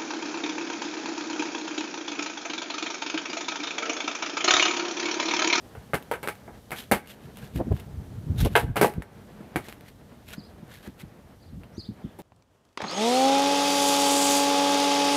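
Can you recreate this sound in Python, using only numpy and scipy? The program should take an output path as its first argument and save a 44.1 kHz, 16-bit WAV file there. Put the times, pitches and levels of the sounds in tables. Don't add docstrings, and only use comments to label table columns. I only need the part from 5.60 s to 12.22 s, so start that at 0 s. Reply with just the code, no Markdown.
import sys
import numpy as np
from scipy import signal
from scipy.fft import rfft, irfft
from scipy.io import wavfile
from scipy.ndimage import uniform_filter1d, minimum_filter1d

SR = 44100
rng = np.random.default_rng(int(sys.argv[2]) if len(sys.argv) > 2 else 0)


def wrap_up_sound(samples):
    columns = np.atleast_2d(samples).T
    tamed = np.clip(columns, -1, 1)
    steps = np.round(tamed * 32767).astype(np.int16)
    wavfile.write(sys.argv[1], SR, steps)


N = 291894
TIME = np.arange(N) / SR


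def undb(db):
    return 10 ** (np.asarray(db) / 20)


def unit(x):
    return x / np.sqrt(np.mean(x ** 2) + 1e-20)


def unit_attack(x):
    return x / np.sqrt(np.mean(x[:SR // 50] ** 2) + 1e-20)


def fade(t, t60):
    return np.exp(-np.log(1000) * t / max(t60, 1e-3))


def band(x, lo_hz, hi_hz, order=3):
    edges_hz = [lo_hz, min(hi_hz, SR / 2 - 100)]
    return signal.sosfilt(signal.butter(order, edges_hz, "band", fs=SR, output="sos"), x)


def colour(x, points):
    hz, db = np.transpose(points)
    size = 2048
    grid_hz = np.arange(size // 2 + 1) * SR / size
    gain_db = np.interp(np.log(grid_hz + 1), np.log(hz), db)
    cepstrum = irfft(np.log(undb(gain_db)))
    cepstrum[1:size // 2] *= 2
    cepstrum[size // 2 + 1:] = 0
    response = irfft(np.exp(rfft(cepstrum)))
    return signal.fftconvolve(x, response)[:len(x)]


def walk(count, rate):
    hold = max(int(SR / rate), 1)
    steps = np.repeat(rng.standard_normal(count // hold + 1), hold)
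    return unit(uniform_filter1d(steps, hold)[:count])


def grains(count, rate, rough_db):
    return unit(rng.standard_normal(count) * undb(rough_db * walk(count, rate)))


def rattle(count, rate):
    clicks = rng.random(count) < rate / SR
    return unit(clicks * rng.choice([-1, 1], count) * (.5 + rng.random(count)))


def swell(x, length):
    u = np.linspace(-2, 2, min(int(4 * length * SR), len(x)))
    window = 1 / np.cosh(2 * np.arccosh(2) * u)
    return unit(x[:len(u)] * window) * np.sqrt(np.mean(window ** 2))


def add(out, s, x):
    i = max(int(s * SR), 0)
    out[i:i + len(x)] += x[:max(N - i, 0)]


def blow(wood_db, thud_db, clack_db, metal_db, wood_hz, clack_hz, t60, push_db, bite_db):
    # f/Hz, level/dB, t60/s
    deck = [(179, -6.5, 0.13), (239, -7.5, 0.22), (334, 7, 0.097), (378, -3, 0.14), (444, -17, 0.15),
            (550, 1, 0.085), (572.4, 2, 0.11), (648, 1, 0.12), (701, 4, 0.076), (749, -1.5, 0.16),
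            (837, 2.5, 0.17), (947, 3, 0.13), (1140, -11, 0.22), (1298, -4, 0.14), (1547, 0, 0.13),
            (1568, -1.5, 0.12), (1680, -4, 0.068), (1978, -10.5, 0.074), (2110, 0.5, 0.083),
            (2250, -7, 0.15), (2326, -11, 0.13), (2900, -17, 0.14), (3070, -19, 0.066)]
    # f/Hz, gain/dB
    dense = [(60, -15), (130, 6.5), (400, 6), (900, -4.5), (1100, -4.5), (1550, -6.5), (2200, -10),
             (2700, -13.5), (3500, -20.5), (4800, -18.5), (6800, -20.5), (9000, -17), (11500, -17),
             (15000, -18.5)]
    metal_ring_hz = 11500
    t = np.arange(SR // 2) / SR

    hz, db, mode_t60 = np.transpose(deck)[:, :, None]
    strayed_hz = hz * (1 + 0.0016 * rng.standard_normal(hz.shape))
    phase = 2 * np.pi * (strayed_hz * t + rng.random(hz.shape))
    modes = (undb(db) * np.sin(phase) * np.exp(-np.log(1000) * t / mode_t60)).sum(axis=0)

    clicks = band(rattle(len(t), rate=710), 6300, 11800, order=1)
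    hardware = grains(len(t), rate=790, rough_db=0.5) + 1.3 * clicks
    crack = band(rng.standard_normal(len(t)), 8300, 16650, order=2) * fade(t, 0.018)
    chatter = colour(hardware * fade(t, t60) + 2.1 * crack, dense)
    push = band(colour(signal.unit_impulse(len(t)), dense), 65, 2200, order=1)
    x = undb(-5.5) * unit_attack(modes) + unit_attack(chatter) + undb(push_db) * unit_attack(push)

    for ring_hz, boost in ((wood_hz, .9), (clack_hz, .9), (metal_ring_hz, .6)):
        x = x + boost * band(x, ring_hz / 1.058, ring_hz * 1.056, order=1)
    x = colour(x, [(2350, 0), (2650, bite_db), (4000, bite_db), (5500, 0)])

    edges_hz = [75, 380, 1150, 4400, 16000]
    spectrum, f = rfft(x), np.arange(len(x) // 2 + 1) * SR / len(x)
    outline = []
    for part_db, lo, hi in zip((thud_db, wood_db, clack_db, metal_db), edges_hz, edges_hz[1:]):
        attack = np.std(irfft(spectrum * ((f > lo) & (f < hi)))[:SR // 50])
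        lift_db = part_db - 20 * np.log10(attack)
        outline += [(lo * 1.2, lift_db), (hi / 1.2, lift_db)]
    return colour(x, outline)


def board():
    # t/s, wood/dB, thud/dB, clack/dB, metal/dB, wood ring f/Hz, clack ring f/Hz,
    # chatter t60/s, first push re chatter/dB, bite of a hard contact/dB
    blows = [ (.152, -45, -55, -51, -66, 805, 1440, .23, -0.5, 2),
             (0.3345, -28, -32.5, -28, -49, 400, 1260, 0.093, -16, -2.5),
             (0.3419, -30, -33, -30.5, -39.5, 870, 1780, .13, -11, 1),
             (.514, -26, -41, -34, -44, 940, 1290, 0.18, -1, 1),
             (.537, -38, -51, -35.5, -52, 453, 1600, 0.13, -2, -4),
             (.63, -37.5, -43, -39, -46.5, 920, 2250, .25, -21, 2),
             (0.6748, -37.5, -41, -35, -44.5, 484, 1580, 0.037, 8.5, 6),
             (.686, -34, -44, -32, -42, 830, 2320, .14, -3.5, 1.5),
             (.878, -45, -47.5, -53, -81, 780, 1710, 0.23, -20, -15),
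             (1.117, -37.5, -39.5, -34, -43.5, 786, 2470, 0.14, -8, -4),
             (1.3141, -23, -27.5, -23, -29, 800, 1550, 0.14, -2, -8),
             (1.3188, -16.5, -24, -19.5, -27, 770, 2150, 0.15, -14, 2),
             (2.9535, -13.5, -33, -12, -34, 900, 1670, 0.15, -9, 4.5),
             (2.9615, -14, -29, -30.5, -27.5, 670, 3400, 0.18, -5, 10),
             (3.158, -24, -29, -30, -40, 434, 2200, 0.29, -12, -2),
             (3.1665, -22, -30, -23.5, -33.5, 800, 3000, 0.16, -5, 3.5),
             (3.2132, -12.5, -15, -19, -24, 408, 2000, 0.2, -1, 1),
             (3.230, -17, -19, -22.5, -30, 327, 1620, 0.17, 2.5, 6.5),
             (3.2455, -12, -28.5, -28.5, -36, 690, 1570, 0.084, 3.5, 9),
             (3.422, -45.5, -63, -41.5, -52, 880, 1810, 0.094, 5, -1),
             (3.806, -53, -44, -64, -75, 950, 1300, .07, -2, -4),
             (3.9593, -30.5, -27.5, -30, -41.5, 720, 2250, .14, 2.5, 0),
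             (6.035, -59, -59, -56.5, -70, 900, 2370, .06, 5, 12),
             (6.588, -44, -42.5, -60.5, -57, 600, 1790, 0.11, -23, -8)]
    # t/s, peak/dB
    ticks = [(0.3542, -18.5), (0.4256, -31.5), (.754, -35), (1.1073, -22.5), (1.474, -28), (1.7714, -29.5),
             (1.9594, -28), (2.1255, -29), (2.1662, -30.5), (2.199, -28.5), (2.8496, -14.5),
             (2.9985, -10.5), (3.3382, -22.5), (4.0854, -27), (4.1259, -25.5), (4.2094, -34.5)]
    tick_outline = [(300, 9), (1500, 5.5), (3000, 4.5), (6000, -9), (11500, -2), (15000, -4.5)]
    out, t = np.zeros(N), np.arange(SR // 10) / SR
    for s, *contact in blows:
        add(out, s, blow(*contact))
    for s, db in ticks:
        decay = fade(t, 0.0028) + undb(-19.5) * fade(t, 0.13)
        tick = colour(rng.standard_normal(len(t)) * decay, tick_outline)
        add(out, s, undb(db) * tick / np.abs(tick).max())
    return out


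def scuffs_and_thuds():
    # middle t/s, half-height length/s, rasp level/dB, loudest resonance f/Hz
    scuffs = [(1.19, 0.059, -41.5, 3230), (1.507, 0.049, -46, 3080), (1.645, .037, -60, 2960),
              (1.784, 0.042, -54.5, 3200), (1.841, 0.065, -52, 1700), (1.97, 0.032, -46.5, 3120),
              (2.184, 0.06, -54.5, 3070), (2.81, 0.03, -35, 3900), (2.855, 0.033, -39.5, 3100),
              (2.94, .045, -52, 2900), (4.073, 0.069, -49, 2000), (4.283, 0.04, -53.5, 2010),
              (4.702, 0.043, -48.5, 2690), (4.737, 0.025, -42, 1670), (5.142, 0.082, -51, 1780),
              (5.258, 0.053, -51, 1780), (5.405, .027, -48.5, 2500), (6.602, 0.02, -55, 2750)]
    # f/Hz, gain/dB
    rasp_outline = [(250, -13), (500, -2.5), (800, -1), (1100, -5), (1700, 0.5), (2400, -2.5), (3500, -2.5),
                    (4800, -8.5), (7000, -13), (15000, -58.5)]
    # f/Hz, gain/dB
    hiss_outline = [(1500, -40), (4000, 8), (7000, 7), (9500, 8.5), (12000, 15), (15000, 4)]
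    # t/s, level/dB, f/Hz, press t60/s
    thuds = [(0.171, -39, 117, 0.11), (.337, -34.5, 114, 0.091), (.895, -50, 234, 0.12),
             (1.316, -19, 205.4, 0.11), (3.96, -30.5, 232, 0.066), (1.192, -45.5, 231, 0.17),
             (1.645, -40.5, 140, 0.16), (1.829, -37.5, 128, 0.048), (3.379, -23.5, 235, 0.023),
             (3.398, -32.5, 280, 0.021), (4.779, -36.5, 213, 0.094), (5.026, -43, 211, 0.089),
             (5.275, -36.5, 198, 0.093), (5.431, -39.5, 217, 0.068), (5.928, -45, 159, 0.046),
             (6.179, -33.5, 227, 0.05), (6.287, -31, 210, 0.11), (6.441, -31, 212, 0.1)]
    scuff_hiss_db, hiss_db_per_octave = -4, 3.5
    out, t = np.zeros(N), np.arange(SR // 3) / SR
    for s, length, rasp_db, ring_hz in scuffs:
        hiss_db = rasp_db + scuff_hiss_db + hiss_db_per_octave * np.log2(ring_hz / 3000)
        catches = grains(len(t), rate=440, rough_db=3.0) * undb(0.78 * walk(len(t), rate=123.4))
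        catches = catches + 0.14 * rattle(len(t), rate=190)
        rasp = colour(catches, rasp_outline)
        rasp = rasp + 1.17 * band(rasp, ring_hz / 1.18, ring_hz * 1.03, order=1)
        hiss = colour(catches, hiss_outline)
        scuff = undb(rasp_db) * swell(rasp, length) + undb(hiss_db) * swell(hiss, length)
        add(out, s - 2 * length, scuff)
    for s, db, hz, t60 in thuds:
        tone = np.sin(2 * np.pi * hz * t) * fade(t, 0.8 * t60)
        press = band(rng.standard_normal(len(t)) * fade(t, t60), 59, 1.5 * hz)
        thud = band(unit_attack(tone) + 0.92 * unit_attack(press), 28, 360)
        add(out, s, undb(db) * unit_attack(thud))
    return out


def rolling():
    # t/s, share of top speed
    speed = [(1.32, .05), (1.7, 0.92), (2.4, 0.8), (3.85, 0.87), (4.15, 0.29), (5.1, 0.39), (5.6, .02)]
    # from t/s, to t/s
    airborne_s = (2.96, 3.16)
    rumble_db, hiss_db = -52, -70
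    hum_hz, hum_db = 208, -52.5
    airborne = (TIME > airborne_s[0]) & (TIME < airborne_s[1])
    grounded = 1 - uniform_filter1d(1. * airborne, size=SR // 100)
    hum = band(rng.standard_normal(N), hum_hz / 1.123, hum_hz * 1.076, order=2)
    wheels = undb(hum_db) * unit(hum) + murmur_and_hiss(rumble_db, hiss_db)
    return grounded * np.interp(TIME, *np.transpose(speed)) * wheels


def echoes(x, t60, delay, top_hz):
    t = np.arange(SR) / SR
    diffuse = band(grains(SR, rate=470, rough_db=4.0), 152, top_hz, order=1)
    response = diffuse * fade(t, t60) * (1 - np.exp(-(t / delay) ** 2))
    return signal.fftconvolve(x, response / np.sqrt(np.sum(response ** 2)))[:N]


def wind():
    # middle t/s, half-height length/s, level/dB, upper edge f/Hz
    eddies = [(1.973, .03, -24, 210), (2.008, 0.021, -22.5, 555), (2.079, 0.032, -27.5, 263),
              (2.12, .013, -23.5, 487), (2.125, 0.039, -19.5, 152), (2.361, 0.096, -34, 137),
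              (2.575, .04, -33, 111), (2.708, 0.061, -23.5, 154), (2.829, 0.05, -16.5, 116),
              (2.864, .019, -20.5, 520), (2.92, 0.059, -34, 190), (3.041, 0.035, -20.5, 178),
              (3.1, 0.027, -20, 152), (3.205, 0.027, -25, 129), (3.375, 0.037, -29, 154),
              (5.98, .1, -39.5, 160)]
    breeze_db = -53
    gust_s, gust_peak_db, rise_db_per_s, fall_db_per_s = 2.97, -34.5, 18, 40
    outline = [(15, -43), (30, -4), (55, 4), (110, 5.5), (200, -4.5), (330, -7.0), (800, -47.5)]
    out = unit(colour(grains(N, rate=18, rough_db=1.0), outline))
    gust_db = gust_peak_db - np.maximum(rise_db_per_s * (gust_s - TIME), fall_db_per_s * (TIME - gust_s))
    out *= np.hypot(undb(breeze_db), undb(gust_db))
    for s, length, db, edge_hz in eddies:
        eddy_outline = [(20, -30), (38, -17), (54, 1), (edge_hz, -3),
                        (2 * edge_hz, -21), (4 * edge_hz, -41), (16 * edge_hz, -70)]
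        eddy = colour(rng.standard_normal(SR), eddy_outline)
        add(out, s - 2 * length, undb(db) * swell(eddy[SR // 2:], length))
    return out


def bird():
    # t re loudest stroke/s, length/s, start f/Hz, middle f/Hz, end f/Hz, level re call/dB
    strokes = [(-.06, 0.071, 5300, 6220, 7300, -20), (-.02, 0.024, 3500, 4600, 4700, -7.5),
               (0, .03, 4950, 4530, 3720, -1), (0.027, .048, 3900, 4850, 4450, -9),
               (0.059, 0.033, 3200, 4020, 4740, -7)]
    # t/s, level ahead of the paths/dB, pitch factor
    calls = [(4.78, -52.5, 1.03), (5.815, -63, 0.97), (6.186, -44, 1), (6.44, -60, .72)]
    out = np.zeros(N)
    for s, call_db, factor in calls:
        for offset, length, *pitches, db in strokes:
            u = np.linspace(0, 1, int(length * SR))
            sweep_hz = factor * np.polyval(np.polyfit([0, .5, 1], pitches, 2), u)
            hz = sweep_hz * (1 + 0.029 * walk(len(u), rate=900))
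            flutter_db = 2.0 * walk(len(u), rate=290)
            loudness = undb(call_db + db + flutter_db) * np.sqrt(np.abs(np.sin(np.pi * u)))
            phase = 2 * np.pi * np.cumsum(hz) / SR
            add(out, s + offset, loudness * (np.sin(phase) + undb(-24) * np.sin(2 * phase)))
    early = echoes(out, t60=0.098, delay=0.0018, top_hz=9000)
    late = echoes(out, t60=0.26, delay=0.0077, top_hz=9000)
    return 0.91 * out + 0.65 * early + 0.38 * late


def murmur_and_hiss(rumble_db, hiss_db):
    # f/Hz, gain/dB
    rumble_outline = [(71, -37), (120, -9.5), (207, -3.5), (316, -12), (489, -9.5), (537, -15),
                      (589, -11.5), (1120, -21), (1790, -23.5), (2990, -32.5), (5000, -40.5), (6500, -76),
                      (11000, -120)]
    # f/Hz, gain/dB
    air_outline = [(1760, -24), (3000, -0.5), (3510, -1.5), (5160, -4.5), (5610, -3.5), (7280, -6),
                   (13700, -6.5), (15500, -13)]
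    rumble = unit(colour(grains(N, rate=28, rough_db=2.55), rumble_outline))
    hiss = unit(colour(grains(N, rate=89, rough_db=0.5), air_outline))
    return undb(rumble_db) * rumble + undb(hiss_db) * hiss


def outdoors():
    murmur_start_db, murmur_fall_db_per_s = -51, .35
    air_start_db, air_fall_db_per_s = -62.5, 1.0
    return murmur_and_hiss(murmur_start_db - murmur_fall_db_per_s * TIME,
                           air_start_db - air_fall_db_per_s * TIME)


def scene():
    near = board() + scuffs_and_thuds()
    far = undb(-37.5) * echoes(near, t60=0.48, delay=0.15, top_hz=4000)
    return (near + far + wind() + rolling() + outdoors() + bird())[None]


def gain_control(x):
    threshold_db, slope = -19, .5
    window_s, hold_s, release_s = 0.022, .25, 0.039
    power = uniform_filter1d(band(x, 200, 14500, order=2) ** 2, int(window_s * SR))
    level_db = 10 * np.log10(np.abs(power) + 1e-12)
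    cut_db = -slope * np.maximum(level_db - threshold_db, 0)
    hold = int(hold_s * SR)
    held_db = minimum_filter1d(cut_db, hold, origin=(hold - 1) // 2)
    step = 1 / (release_s * SR)
    released_db = signal.lfilter([step], [1, step - 1], held_db)
    return x * undb(np.minimum(held_db, released_db))


def record(dry):
    ceiling, top_hz = .9, 15400
    high_pass = signal.butter(2, 28, "high", fs=SR, output="sos")
    low_pass = signal.ellip(8, .2, 70, top_hz, fs=SR, output="sos")
    x = gain_control(signal.sosfilt(high_pass, dry[0]))
    rounded = ceiling * np.tanh(x / ceiling)
    return signal.sosfilt(low_pass, rounded)[None]


dry = scene()
out = record(dry)
wrap_up_sound(out)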